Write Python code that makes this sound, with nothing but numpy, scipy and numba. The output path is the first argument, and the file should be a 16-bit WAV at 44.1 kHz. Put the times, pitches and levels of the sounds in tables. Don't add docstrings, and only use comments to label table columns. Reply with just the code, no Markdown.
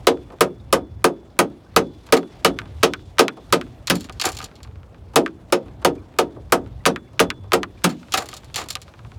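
import sys
import numpy as np
from scipy import signal
from scipy.fft import rfft, irfft
from scipy.io import wavfile
from scipy.ndimage import uniform_filter1d, minimum_filter1d
from numba import njit

SR = 44100
rng = np.random.default_rng(int(sys.argv[2]) if len(sys.argv) > 2 else 0)


def dump(signal):
    limited = np.clip(np.atleast_2d(signal).T, -1, 1)
    pcm = np.round(limited * 32767).astype(np.int16)
    wavfile.write(sys.argv[1], SR, pcm)


def gain_from_db(level_db):
    decades = np.asarray(level_db, float) / 20
    return 10 ** decades


N = 404838

# boom/dB, body/dB, hardness/dB
BLOWS = [(0.0685, -5.5, -17, 0, -3.5), (0.407, -4, -14, -6, -10), (0.7257, -3, -17.5, -5.5, -9.5),
         (1.0415, -5, -13, -4.5, -10), (1.389, -2.5, -13.5, -7.5, -10.5), (1.7617, -3.5, -11.5, -6.5, -7),
         (2.123, -2, -12, -4, -7), (2.446, -3, -12, -7, -4), (2.831, -5, -14.5, -5.5, -2.5),
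         (3.1914, -2, -14.5, -6.5, -5.5), (3.5243, -5, -11.5, -6.5, -4), (3.8983, -5, -6, -12, -5.5),
         (5.1573, -4, -12, -1, -5), (5.5227, -8.5, -11, -1, -5), (5.8469, -6.5, -9.5, -2.5, -6),
         (6.186, -9, -12, -1, -4), (6.5214, -3.5, -16.5, -5.5, -10.5), (6.86, -5.5, -8.5, -4.5, -4),
         (7.199, -5.5, -12.5, -5.5, -6.5), (7.532, -7, -10, -3, -6.5), (7.8407, -4, -5.5, -14, -8),
         (8.138, -9, -30, -18.5, -2)]
# low f/Hz, high f/Hz
LEVEL_BANDS = [(120, 260), (260, 800), (900, 2200), (2500, 6000), (6500, 15000)]
# f/Hz, width/Hz, lift/dB
TOUCH_PEAKS = [(920, 410, 3.3), (2300, 1200, 1.8), (1230, 540, 9.3), (1550, 210, 5.4), (2540, 150, 2.9),
               (4600, 95, 2)]
# f/Hz, width/Hz, lift/dB
TACKLE_PEAKS = [(759, 95, 4.7), (1220, 110, 7.3), (3330, 36, 3.1), (4370, 220, 8.4), (5550, 160, 2.4),
                (7160, 510, 11)]
BLOW_DRIVE_DB = 4


def on_log(hz, table):
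    table = np.array(table)
    return np.interp(np.log(hz), np.log(table[:, 0]), table[:, 1])


@njit
def ring(count, start, fade, swell, gain):
    out = np.zeros(count)
    for k in range(len(start)):
        a, b = gain[k], gain[k]
        steps = int(np.log(abs(a) * 1e5 + 1.) / -np.log(abs(fade[k])))
        for i in range(start[k], min(count, start[k] + steps)):
            out[i] += a.imag - b.imag
            a *= fade[k]
            b *= swell[k]
    return out


def modes(s, hz, t60, rise, gain):
    s, hz, t60, rise, gain = (v.ravel() for v in np.broadcast_arrays(s, hz, t60, rise, gain))
    fade = np.exp(2j * np.pi * hz / SR - np.log(1000) / (np.maximum(t60, .005) * SR))
    swell = fade * np.exp(-1 / (np.maximum(rise, 1e-4) * SR))
    start = np.ceil(s * SR)
    gain = gain * np.exp(2j * np.pi * hz * (start / SR - s))
    return ring(N, start.astype(np.int64), fade, swell, gain)


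def dense(s, band_db, level_bands, peaks, t60, travel_s, rise_s, top_db, crack_db, crack_t60,
          lag_s=0., return_db=None, front_colour=None, focus=True):
    # f/Hz, level/dB
    firm_front = [(200, -30), (600, -24), (1200, -12), (2500, -8.5), (5000, -4), (10000, 1), (16000, 4)]
    spacing_hz, thinning = 10, .004
    index = np.arange(12, 520) + rng.random((len(s), 508))
    hz = spacing_hz / thinning * (np.exp(thinning * index) - 1)

    centre, width = np.sqrt(np.prod(level_bands, axis=1)), np.diff(level_bands)[:, 0]
    per_hz = band_db - 10 * np.log10(width)
    db = np.array([np.interp(np.log(f), np.log(centre), row) for f, row in zip(hz, per_hz)])
    db += 10 * np.log10(spacing_hz + thinning * hz)
    db += sum(lift / (1 + (2 * (hz - f) / w) ** 2) for f, w, lift in peaks)
    db += top_db * np.maximum(np.log2(hz / 11000), 0)
    db -= 12 * np.maximum(np.log2(0.69 * centre[0] / hz), 0)

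    chance = rng.standard_normal(hz.shape + (4,))
    slow = np.sqrt(1000 / hz)
    arrive = s[:, None] + travel_s * (slow - .3)

    front = gain_from_db(db + crack_db + on_log(hz, front_colour or firm_front)) * np.exp(.35j * chance[..., 3])
    if focus:
        cycles = 1.25
        lead, swell = cycles / hz, cycles / hz / 2
        front = front * np.exp(-2j * np.pi * (travel_s * hz * slow + cycles))
    else:
        lead, swell = 0., .2 * rise_s * slow
    front_s = arrive + lag_s - lead
    crack = modes(front_s, hz, crack_t60 * slow, swell, front)
    if return_db:
        echo = front * gain_from_db(return_db + chance[:, :1, 0])
        crack += modes(front_s + 0.01, hz, crack_t60 * slow, swell, echo)

    gain = gain_from_db(db) * (chance[..., 0] + 1j * chance[..., 1]) / 2
    ring_t60 = t60(hz) * gain_from_db(chance[..., 2] / 2)
    return crack + modes(arrive, hz, ring_t60, lag_s + rise_s * slow ** 2, gain)


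def walk(rate):
    k = int(SR / rate)
    held = np.repeat(rng.standard_normal(N // k + 1), k)
    return 1.3 * uniform_filter1d(uniform_filter1d(held, k), k)[:N]


def noise_bands(colour, centres, db_of, flicker_db, rate):
    hz, out = np.fft.rfftfreq(N, 1 / SR) + 1, 0
    spectrum = rfft(rng.standard_normal(N)) * gain_from_db(on_log(hz, colour))
    for c in centres:
        window = np.clip(1 - np.abs(2 * np.log2(hz / c)), 0, 1)
        out = out + irfft(spectrum * window, N) * gain_from_db(db_of(c) + flicker_db * walk(rate))
    return out / np.sqrt(np.mean(np.abs(spectrum) ** 2) / N)


def sheet_blows():
    # f/Hz, width/Hz, lift/dB
    sheet_peaks = [(676, 66, 1.5), (1254, 77, 8), (2580, 82, 5.5), (3020, 310, 4), (3840, 79, 4.5),
                   (4540, 230, 0.5), (5310, 37, 10), (6395, 70, 5), (9440, 130, -6.5)]
    # f/Hz, t60/s
    sheet_t60 = [(120, 0.33), (300, 0.42), (500, 0.21), (1000, 0.13), (2000, 0.094), (5000, 0.089),
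                 (13000, 0.067)]
    s, heard_db, low, body, high = np.transpose(BLOWS)
    air = -8 - 0.064 * high
    db = heard_db + BLOW_DRIVE_DB
    band_db = db[:, None] + np.transpose([low - 7, body - 1, 0 * db - 6.5, high - 3, air - 3])
    return dense(s, band_db, LEVEL_BANDS, sheet_peaks, lambda hz: on_log(hz, sheet_t60),
                 travel_s=0.00313, rise_s=0.002, top_db=-24.5, crack_db=14.5, crack_t60=.015,
                 lag_s=0.00101, return_db=-9, focus=False)


def hull_modes():
    # f/Hz, level/dB, t60/s, rise/s
    hull_table = [(178.3, -18, .23, .006), (261.2, -10.5, .2, 0.015), (285.8, -7, 0.21, 0.036),
                  (358.5, -8, 0.22, 0.0012), (452, -3, .11, 0.00089), (546.2, -10.5, .17, 0.0033),
                  (522.5, -12, 0.13, 0.0051), (624, -5, 0.038, 0.00037), (735, -14, 0.14, .001),
                  (466.1, -4, 0.13, 0.0081), (890, -20, .12, .001), (933, -25, 0.2, .001)]
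    landing_tilt = [0.077, 0.083, 0.14, 0.1, 0.093, 0.11, 0.091, 0.1, 0.14, 0.13, 0.091, 0.12, 2, 1.5, 2.5,
                    6.1, 0.091, 0.1, 0.13, 0.07, 0.1, 1.2]
    scatter_db, slip_rad = 1.5, 0.88
    s, heard_db, low, body, _ = np.transpose(BLOWS)
    db = heard_db + BLOW_DRIVE_DB
    hz, mode_db, t60, rise = np.transpose(hull_table)
    chance = rng.standard_normal((len(s), len(hz), 3))
    drive = np.where(hz < 220, (db + low + 11.0)[:, None], (db + body)[:, None])
    tilt = np.outer(landing_tilt, np.log2(hz / 450))
    gain = gain_from_db(drive + mode_db + tilt + scatter_db * chance[..., 0])
    gain = gain * np.exp(1j * slip_rad * chance[..., 1])
    gain *= (-1.) ** np.arange(len(hz))
    return modes(s[:, None] + 0.00297, hz * (1 + 0.0053 * chance[..., 2]), t60, rise, gain)


def pole_clack():
    # f/Hz, level/dB, t60/s
    pole_table = [(1258, -6, 0.041), (965, -17, 0.069), (1515, -11.5, .04), (2384, -7, 0.0079),
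                  (4557, -18.5, 0.034)]
    clack_db = [-2.5, -3.5, -3, 3.5, 2.4, 1.3, 4, 1.4, 3, -0.4, 2.1, -8, -4, -4.5, 0, 3.5, -0.2, 2.4, -2.5,
                3.5, -7, -15]
    s, heard_db = np.transpose(BLOWS)[:2]
    hz, mode_db, t60 = np.transpose(pole_table)
    arrive = s[:, None] + .0006 + 0.001863 * np.sqrt(1000 / hz)
    gain = gain_from_db((heard_db + BLOW_DRIVE_DB + clack_db)[:, None] + mode_db) + 0j
    return modes(arrive, hz, t60, 0.00023, gain)


def singing_rail():
    rail_hz = [3436, 3447, 3462, 3484]
    partial_db = np.array([-15, 0, -9, -12])
    free_db = [1, 0, 0, -3, -5, 2, 5, 5, 3, 4, 0, -12, -4, -6, -8, -5, -7, 2, 6, -6, -3, -2]
    s = np.array(BLOWS)[:, :1]
    chance = rng.standard_normal((len(s), len(rail_hz), 2))
    db = np.array(free_db)[:, None] - 55 + partial_db + chance[..., 0]
    gain = gain_from_db(db) * np.exp(2j * chance[..., 1])
    return modes(s, np.array(rail_hz), .85, .02, gain)


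def light_touch(s, db, body, mid, air):
    # f/Hz, t60/s
    touch_t60 = [(300, 0.081), (1500, 0.06), (5000, 0.026), (14000, .016)]
    # f/Hz, level/dB
    touch_front = [(200, -24), (600, -12.5), (1200, -8), (2500, 0), (5000, -9.5), (10000, -10.5),
                   (16000, -6)]
    s, db, body, mid, air = np.broadcast_arrays(s, db, body, mid, air)
    band_db = db[:, None] + np.transpose([body - 12, mid - 8.5, 0 * db - 6.5, air - 7])
    return dense(s, band_db, LEVEL_BANDS[1:], TOUCH_PEAKS, lambda hz: on_log(hz, touch_t60),
                 travel_s=.0024, rise_s=.0006, top_db=-18, crack_db=-1.5, crack_t60=.008,
                 front_colour=touch_front)


def bounces():
    # t/s, peak level at 4 kHz/dB, weight/dB, knock/dB
    touches = [(2.5883, -17.5, -38, 3), (2.601, -38.5, -24, -11), (2.617, -44.5, -18, 9),
               (5.278, -37, -15, 4.5), (3.88, -20.5, -17, -4), (2.829, -16, -6, 6.5),
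               (2.936, -15, -23, -2.5), (3.184, -10, -2, -1), (3.2813, -10, -22, -4),
               (3.6126, -22.5, -36, 0.5), (4.096, -25.5, 5, -5), (4.4035, -26, 2, -3.5),
               (5.2617, -22.5, -27, 10.5), (6.8546, -6.5, -18, -1.5), (6.9606, -23.5, -26, 6.5),
               (7.194, -4.5, -18, -1.5), (7.3029, -11, -26, -4), (7.5197, -13, 8, 3.5),
               (7.6316, -15.5, -12, 1), (7.838, -21.5, -15, -13), (8.33, -27.5, 3.5, -3.5),
               (8.7535, -8.5, -16, -24.5), (8.7691, -29.5, -13, -5), (8.1372, -19, -20, -8),
               (8.686, -37.5, -15, -3.5), (4.2425, -21, -16, 3), (4.415, -29.5, -14, -2.5)]
    bright_db = [0.6, 0.6, 0.6, 0.6, 0.6, 0.6, 0.6, 0.55, 0.6, 0.6, 0.6, 0.6, 0.6, 2.3, 0.6, 0.6, 0.6, 2.5,
                 0.6, 0.6, 0.6, 0.6, 0.6, 3.5, 0.6, 0.6, 0.55]
    s, db, weight, knock = np.transpose(touches)
    return light_touch(s, db, weight, knock, -12 - 0.059 * knock + bright_db)


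def scuffs():
    swing_db = [1, 2.5, -1.5, -2, -2, -1, 1.5, -3, -2.5, 2, 4.5, 1, -2, 3.5, 7, -2, 0.5, -1, -0.5, -1, 3, 2]
    s = np.array(BLOWS)[:, 0] - .021
    return light_touch(s, -49 + np.array(swing_db), 11, 1.5, -8)


def ticks():
    # t/s, peak level at 4 kHz/dB
    tick_table = [(0.1727, -44.5), (1.51, -57), (2.089, -40), (2.23, -39.5), (2.6565, -42), (2.785, -51),
                  (2.993, -48), (3.666, -46.5), (4.088, -39), (4.486, -48), (4.514, -45), (4.674, -48),
                  (0.3033, -44.5), (2.617, -42), (4.604, -45.5), (4.6483, -42.5), (4.712, -52),
                  (4.757, -47), (4.8315, -46), (4.945, -46.5), (5.683, -46.5), (6.14, -48), (6.662, -44.5),
                  (7.7792, -52.5), (8.03, -42.5), (8.084, -44), (8.434, -43.5), (8.5, -44.5), (8.88, -41.5),
                  (8.9384, -41.5), (8.991, -42.5), (9.0486, -41.5), (9.118, -40.5)]
    s, db = np.transpose(tick_table)
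    return light_touch(s, db, 11, 1.5, -14)


def thuds():
    # t/s, peak level at 450 Hz/dB, hardness/dB
    bumps = [(0.302, -17.5, -34), (0.324, -19, -22.5), (0.604, -44, -34.5), (1.6605, -35, -31.5),
             (2.0683, -32, 0.5), (3.3712, -19.5, -20), (5.138, -19.5, -17.5), (5.82, -20, -18),
             (5.9551, -33, -7), (6.365, -13, -40), (6.6752, -31, -14), (7.135, -29, -14),
             (7.44, -26.5, -20), (1.502, -34.5, -13.5), (5.66, -27, -20), (8.659, -25, -12.5)]
    s, db, hard = np.transpose(bumps)
    band_db = db[:, None] + np.transpose([0 * db - 4.0, .5 * hard - 12.5, hard - 6, hard - 12.5])
    return dense(s - .004, band_db, LEVEL_BANDS[1:], TOUCH_PEAKS[0:3:2], lambda hz: .1 * (1000 / hz) ** .3,
                 travel_s=0.0013, rise_s=.008, top_db=-26, crack_db=-28, crack_t60=.01)


def rattles():
    # t/s, peak level at 4 kHz/dB, weight/dB
    shakes = [(2.1682, -19.5, 10), (3.872, -11, -23), (3.955, -26, 1.5), (3.983, -44, -1.5),
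              (4.008, -29, -21), (4.0433, -29, -6), (4.1245, -35.5, -17.5), (4.1978, -13, -23),
              (4.2141, -9.5, -16.5), (4.239, -26, 1), (4.2527, -15.5, -4.5), (4.2554, -8.5, -0.5),
              (4.2894, -22, -6.5), (4.3187, -29, -15), (4.329, -29, -12.5), (4.348, -34.5, -6),
              (4.4495, -28, -11.5), (4.3689, -20.5, -27.5), (4.3879, -25.5, -5.5), (4.4165, -27.5, -26.5),
              (4.4273, -30, 6), (4.4421, -24.5, -32), (4.5551, -32.5, -33), (4.6313, -32, -27.5),
              (8.122, -13.5, -22), (8.174, -16.5, -5.5), (8.1761, -10.5, -6), (8.2031, -26.5, -0.5),
              (8.223, -33, -9), (8.241, -42.5, -5), (8.3146, -32, -12.5), (8.377, -37, -14.5),
              (8.258, -33.5, 0.5), (8.2884, -27, -3.5), (8.3394, -24, -16), (8.367, -27.5, -21.5),
              (8.445, -39.5, -5.5), (8.5432, -15, -16), (8.5591, -9, -11), (8.582, -23.5, -7),
              (8.5979, -28, -9), (8.608, -27.5, -5.5), (8.64, -35, -3), (8.6605, -41.5, -9),
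              (8.703, -22.5, -18), (8.6867, -27, -10.5), (8.7056, -21, -19.5), (8.728, -31.5, -20.5),
              (8.8171, -28.5, -21.5)]
    small_db = [-4.5, -1.5, 4.5, 3, 6, -3.5, 1.5, -5, -2.5, 0.5, 6, 3, 4.5, 6.5, -0.5, 4, -3, 2, -1, -1, -6,
                7, -2.5, 1, -1.5, 5.5, -4, 1, 6.5, 0.5, -3.5, -2.5, 2.5, 0.5, 2.5, 4, 2, -5.5, 0.5, 0.5,
                0.5, -2.5, -1, -4, -0.5, 4.5, 5, 4.5, 6]
    s, db, body = np.transpose(shakes)
    mid = -6.5 + 0.46 * body
    air = -8 + 0.25 * body + small_db
    t60 = np.maximum(0.066 + .0005 * (db[:, None] + 28), .03)
    band_db = db[:, None] + np.transpose([body - 6, mid - 1.5, 0 * db - 4.0, air - 1.5])
    wash = dense(s, band_db, LEVEL_BANDS[1:], TACKLE_PEAKS, lambda hz: t60 * (4000 / hz) ** .2,
                 travel_s=.0012, rise_s=.001, top_db=-20, crack_db=-8, crack_t60=.007)
    return wash * gain_from_db(2.2 * walk(250.))


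def slides():
    # t/s, length/s, start level at 4 kHz/dB, fall/dB, weight/dB
    slide_table = [(3.939, .13, -35, 11.5, -4.5), (4.228, .06, -23.5, 15, 15), (4.301, .165, -43, 5.5, 0),
                   (7.868, .06, -20, 26, 4), (8.143, .08, -27, 14.5, 16.5), (8.252, 0.14, -50, 10.5, 6),
                   (8.566, 0.076, -20.5, 20, 6.5), (8.685, 0.066, -36.5, 10.5, -14)]
    rows = []
    for (start, length, db, fall_db, weight), chance in zip(slide_table, rng.random((len(slide_table), 30))):
        part = chance[:int(160 * length)]
        rows += zip(start + length * part, db - fall_db * part, weight + 0 * part)
    s, db, mid = np.transpose(rows)
    db = db - 4 + 2.5 * rng.standard_normal(len(s))
    band_db = db[:, None] + np.transpose([mid - 6, mid - 5, 0 * db + 1.0, 0 * db - 9])
    return dense(s, band_db, LEVEL_BANDS[1:], TACKLE_PEAKS, lambda hz: 0.076 * (4000 / hz) ** 0.27,
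                 travel_s=0.0015, rise_s=0.003, top_db=-17.5, crack_db=-11, crack_t60=0.0054)


def lid():
    # f/Hz, t60/s
    lid_modes = [(762, 0.11), (1215, 0.043)]
    # t/s, low mode level/dB, high mode level/dB
    lid_hits = [(4.096, -43, -26), (4.243, -22, -30), (4.402, -36, -27), (4.416, -42, -35),
                (4.428, -44, -28), (8.14, -16.5, -29), (8.175, -20, -36), (8.33, -44, -26),
                (8.755, -37, -22.5)]
    hits, (hz, t60) = np.array(lid_hits), np.transpose(lid_modes)
    return modes(hits[:, :1], hz, t60, 0.0014, gain_from_db(hits[:, 1:]) + 0j)


def drops():
    # t/s, f/Hz, level/dB
    drop_table = [(.6, 3700, -39), (1.665, 1550, -46), (5.98, 2380, -41), (6.02, 1525, -49),
                  (6.805, 1960, -44), (7.075, 2190, -47), (7.775, 2370, -40)]
    s, hz, db = np.transpose(drop_table)
    return modes(s, hz, 64 / hz, 0.0019, gain_from_db(db) + 0j)


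def lake():
    # t/s, lapping level/dB, spray of droplets level/dB
    lapping = [(0.0, -53, -64.5), (0.84, -57, -72.5), (1.71, -55, -69), (1.99, -56, -64.5),
               (2.68, -49.5, -65.5), (2.9, -60, -62.5), (3.27, -55, -68), (3.6, -54.5, -63),
               (4.05, -55.5, -71), (4.24, -52.5, -59.5), (4.8, -56, -74), (5.27, -55.5, -68.5),
               (5.9, -54, -70.5), (6.62, -55, -69), (7.5, -56.5, -71.5), (7.87, -55.5, -63),
               (8.26, -54.5, -61.5), (9.18, -56.5, -67.5)]
    # f/Hz, level/dB per Hz
    lap_colour = [(88, 4), (150, 0.5), (674, -8), (910, -12), (1010, -13.5), (1870, -22.5), (3090, -25.5),
                  (3550, -25), (8580, -37.5), (16600, -50.5), (18000, -72.5)]
    s, lap_db, spray_db = np.transpose(lapping)
    t = np.arange(N) / SR
    slap = 0.5 * walk(99.0)
    patter = 1.7 * walk(150.)
    mid = np.interp(t, s, lap_db) + slap
    high = np.interp(t, s, spray_db + 14) + slap + patter

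    def level(hz):
        return 8 + mid + (high - mid) * np.clip(np.log2(hz / 1500), 0, 1)

    wash = noise_bands(lap_colour, 160 * 2 ** np.arange(0, 7, .5), level, 1.8, 29.0)

    chance = rng.random((500, 4))
    when = chance[:, 0] * (N / SR - .1)
    hz = 400 * 2 ** (3.5 * chance[:, 1])
    size_db = np.interp(when, s, lap_db) - 2.5 - 4 * np.log(chance[:, 2] + .04) - 3 * np.log2(hz / 400)
    return wash + modes(when, hz, 40 / hz, .001, gain_from_db(size_db) + 0j)


def wind():
    # t/s, rumble level/dB
    gusts = [(0.0, -47.5), (0.919, -48), (1.53, -54), (1.92, -49), (3.12, -48.5), (3.27, -61), (3.53, -49),
             (4.14, -44.5), (4.4, -54), (4.699, -47.5), (5.851, -49.5), (6.03, -50), (6.77, -42.5),
             (7.01, -47), (7.39, -43.5), (7.67, -52), (8.54, -51), (9.18, -48.5)]
    # f/Hz, level/dB per Hz
    wind_colour = [(12, -38), (20, -26.5), (54, 2), (103, 0), (129, -3), (160, -14.5), (203, -16.5),
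                   (242, -25.5), (400, -53), (520, -78), (880, -120)]
    db = np.interp(np.arange(N) / SR, *np.transpose(gusts)) + 3.5 * walk(11.)
    return noise_bands(wind_colour, 20 * 2 ** np.arange(0, 4.6, .5), lambda hz: db + 6.0, 0.72, 55.0)


def scene():
    knocking = sheet_blows() + hull_modes() + pole_clack() + singing_rail() + bounces() + scuffs()
    deck = ticks() + thuds() + rattles() + slides() + lid()
    return (knocking + deck + drops() + lake() + wind())[None]


@njit
def follow(x, fall):
    out, e = np.empty(len(x)), 1e-9
    for i in range(len(x)):
        e = max(x[i], e * fall)
        out[i] = e
    return out


def roll_off(x):
    return signal.sosfilt(signal.butter(12, 17250, fs=SR, output="sos"), x)


def record(dry):
    limit_db, ratio, release_s = -.6, 8., .012
    rumble_cut = signal.butter(2, 45.8, "high", fs=SR, output="sos")
    hiss_cut = signal.butter(2, 5200, "high", fs=SR, output="sos")
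    hiss = gain_from_db(-78) * signal.sosfilt(hiss_cut, rng.standard_normal(N))
    heard = signal.sosfilt(rumble_cut, dry) + hiss
    peak = follow(np.abs(heard[0]) + 1e-9, np.exp(-1 / (release_s * SR)))
    gain = np.minimum(gain_from_db(limit_db) / peak, 1) ** (1 - 1 / ratio)
    gain = uniform_filter1d(minimum_filter1d(gain, size=41), size=21)
    return roll_off(np.clip(heard * gain, -1, 1))


dry = scene()
out = record(dry)
dump(out)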